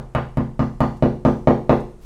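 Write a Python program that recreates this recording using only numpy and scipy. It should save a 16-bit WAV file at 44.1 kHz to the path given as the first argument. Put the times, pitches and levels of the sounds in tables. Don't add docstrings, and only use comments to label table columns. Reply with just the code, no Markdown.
import sys
import numpy as np
from scipy import signal
from scipy.fft import rfft, irfft
from scipy.io import wavfile

SR = 44100
rng = np.random.default_rng(int(sys.argv[2]) if len(sys.argv) > 2 else 0)


def file_out(sig):
    cols = np.atleast_2d(sig).T
    lim = np.clip(cols, -1, 1)
    pcm = np.round(lim * 32767).astype(np.int16)
    wavfile.write(sys.argv[1], SR, pcm)


N = 90404
RING_S = .9
THIRD_OCTAVES_HZ = 20 * 2 ** (np.arange(30) / 3)


def undb(db):
    return 10 ** (np.asarray(db) / 20)


def curve_at(hz, points, values):
    return np.interp(np.log(np.maximum(hz, 1)), np.log(points), values)


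def butter(x, hz, kind, order=2):
    return signal.sosfilt(signal.butter(order, hz, kind, fs=SR, output="sos"), x)


def band_noise(hz, size):
    octaves = np.log2(np.maximum(np.fft.rfftfreq(size, 1 / SR), 1) / hz)
    shape = np.cos(np.pi / 2 * np.clip(3 * octaves, -1, 1))
    band = irfft(rfft(rng.standard_normal(size)) * shape, size)
    return band / band.std()


def colour(x, hz, db):
    size = 2 * len(x)
    gain = undb(curve_at(np.fft.rfftfreq(size, 1 / SR), hz, db))
    cepstrum = irfft(np.log(gain))
    cepstrum[1:len(x)] *= 2
    cepstrum[len(x) + 1:] = 0
    return irfft(rfft(x, size) * np.exp(rfft(cepstrum)))[:len(x)]


def fade(t, t60):
    return undb(-60 * t / t60)


def ring(t, modes):
    return sum(undb(db) * fade(t, t60) * np.sin(2 * np.pi * hz * t) for hz, db, t60 in modes)


def burst(t, decay_s):
    return rng.standard_normal(len(t)) * np.exp(-t / decay_s)


def add(out, x, start_s):
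    i = int(round(start_s * SR))
    x, i = x[max(-i, 0):], max(i, 0)
    out[i:i + len(x)] += x[:len(out) - i]


def struck_wall(t):
    # (frequency [Hz], level [dB], t60 [s])
    wall_modes = [(335, -28.5, .04), (552, -18, 0.035), (609, -7, 0.038), (646.4, -18.5, .1),
                  (823, -30.5, 0.13), (1086, -26.5, 0.12), (1174.4, -25, 0.079), (1620, -33.5, 0.063),
                  (1847, -28.5, .06), (2196, -32, 0.047), (2920, -38.5, 0.14)]
    push_db, push_s = -32.5, 0.0019
    push = undb(push_db) * t / push_s * np.exp(1 - t / push_s)
    return butter(-ring(t, wall_modes) - push, 6800, "low")


def in_room(t, wall):
    # (frequency [Hz], level [dB], t60 [s])
    room_modes = [(47, -26, 0.33), (70.6, -24.5, 0.5), (73.5, -14, 0.075), (127.06, -15.5, 0.45),
                  (141, -12.5, 0.14), (151.76, -21, 0.46), (170.5, -27, 0.49), (219.85, -14.5, 0.38),
                  (255.7, -12, 0.27), (331.6, -20.5, 0.25), (354.5, -22.5, 0.53), (370, -19.5, 0.21),
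                  (425.5, -22.5, 0.3), (454.7, -23.5, 0.39), (505, -20, 0.35), (573.7, -21.5, 0.33),
                  (636, -23.5, 0.2), (713.4, -25.5, 0.28), (1020, -25.5, 0.23), (1049.4, -26, 0.3),
                  (1206.4, -23.5, 0.24)]
    # (delay [s], level [dB])
    echoes = [(.0112, -24.5), (.021, -14.5), (.034, -7)]
    build_s, lag_s = 0.0022, 0.001343
    standing_waves = ring(t, room_modes) * (1 - np.exp(-t / build_s))
    out = wall.copy()
    add(out, standing_waves, lag_s)
    for delay_s, db in echoes:
        add(out, undb(db) * butter(wall, 2160, "low"), delay_s)
    return out


def reverberation(t):
    # (frequency [Hz], level per third octave [dB], t60 [s])
    diffuse_field = [(298, -37, 0.57), (400, -29.5, 0.51), (600, -32, 0.5), (875, -24, 0.36),
                     (1124, -30.5, 0.37), (1716, -35, 0.35), (2510, -42, 0.41), (4370, -50, 0.47),
                     (7400, -62, 0.89), (15500, -70.5, 0.89)]
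    points, levels, t60s = np.array(diffuse_field).T
    early_db, early_s, build_cycles = 2.5, .06, 3.8
    early_lift = undb(early_db * np.exp(-(t / early_s) ** 2))
    out = 0
    for hz in THIRD_OCTAVES_HZ[THIRD_OCTAVES_HZ > 280]:
        build_up = 1 - np.exp(-(t * hz / build_cycles) ** 2)
        envelope = fade(t, curve_at(hz, points, t60s)) * early_lift * build_up
        band = band_noise(hz, len(t)) * envelope
        band *= np.linalg.norm(envelope) / np.linalg.norm(band)
        out = out + band * undb(curve_at(hz, points, levels))
    return out


def anchor_scrape(t):
    friction = butter(burst(t, decay_s=0.0028), 1300, "high")
    return undb(-6.5) * friction / np.linalg.norm(friction)


def contact_tick(t):
    return undb(-26.5) * butter(burst(t, decay_s=0.0014), [4800, 11000], "band", order=1)


def hammer():
    # (time [s], strength [dB], then relative gains: body [dB], knock [dB], clack [dB],
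    # crack [dB], sizzle [dB], tick [dB])
    blows = [(-.075, -6, -7.5, -5, -5, -7, -6, 4.5), (0.1498, -2, -8, -7, 0, 3, -6.5, -4.5),
             (.3720, -1, -0.5, -10, -8, -11, -12, -10), (0.5938, -1, 1, -10, -4, -10, -5.5, -55.5),
             (0.8052, -1, 1.5, -7, 3.5, -6, -2, -3), (1.0247, 1, 2, 0.5, -6, -9.5, -7.5, -24),
             (1.2510, 0, 5.5, 1, -2, -9, -3, -50), (1.4732, 0.5, 4.5, 4, -0.5, -1, -5.5, -54),
             (1.6948, -0.5, 3.5, 5.5, 1, 0, -2, -40)]
    band_centres = [125, 265, 410, 1220, 2250, 5000]
    t, out = np.arange(int(RING_S * SR)) / SR, np.zeros(N)
    response = in_room(t, struck_wall(t)) + reverberation(t)
    for start_s, strength_db, *band_db, tick_db in blows:
        scrape = signal.fftconvolve(response, anchor_scrape(t))[:len(t)]
        blow = colour(response + scrape, band_centres, [0, *band_db])
        tick = undb(tick_db) * contact_tick(t)
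        add(out, undb(strength_db) * (blow + tick), start_s)
    return out


def background():
    # (frequency [Hz], level per third octave [dB])
    noise_floor = [(20, -49), (45, -45), (80, -69), (130, -54), (300, -66), (1000, -67), (2500, -77.5),
                   (5000, -80.5), (7500, -74.5), (11000, -79.5), (16000, -101)]
    points, levels = np.array(noise_floor).T
    return sum(undb(curve_at(hz, points, levels)) * band_noise(hz, N) for hz in THIRD_OCTAVES_HZ)


def clicks():
    t, out = np.arange(int(RING_S * SR)) / SR, np.zeros(N)
    for start_s, db in [(0.969, -53.5), (1.803, -50.5)]:
        click = butter(burst(t, decay_s=0.01), [3000, 10000], "band")
        add(out, undb(db) * click, start_s)
    return out


def rustle():
    # (time [s], level [dB])
    swell = [(1.96, -87), (2.03, -57.5), (2.05, -57.5)]
    times, levels = np.array(swell).T
    envelope = undb(np.interp(np.arange(N) / SR, times, levels))
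    hiss = butter(rng.standard_normal(N), [500, 8000], "band", order=1)
    return hiss / hiss.std() * envelope


def scene():
    return (hammer() + clicks() + background() + rustle())[None]


def record(dry):
    treble_cut = signal.ellip(8, .2, 70, 15900, fs=SR, output="sos")
    return signal.sosfilt(treble_cut, butter(dry, 8, "high"))


dry = scene()
out = record(dry)
file_out(out)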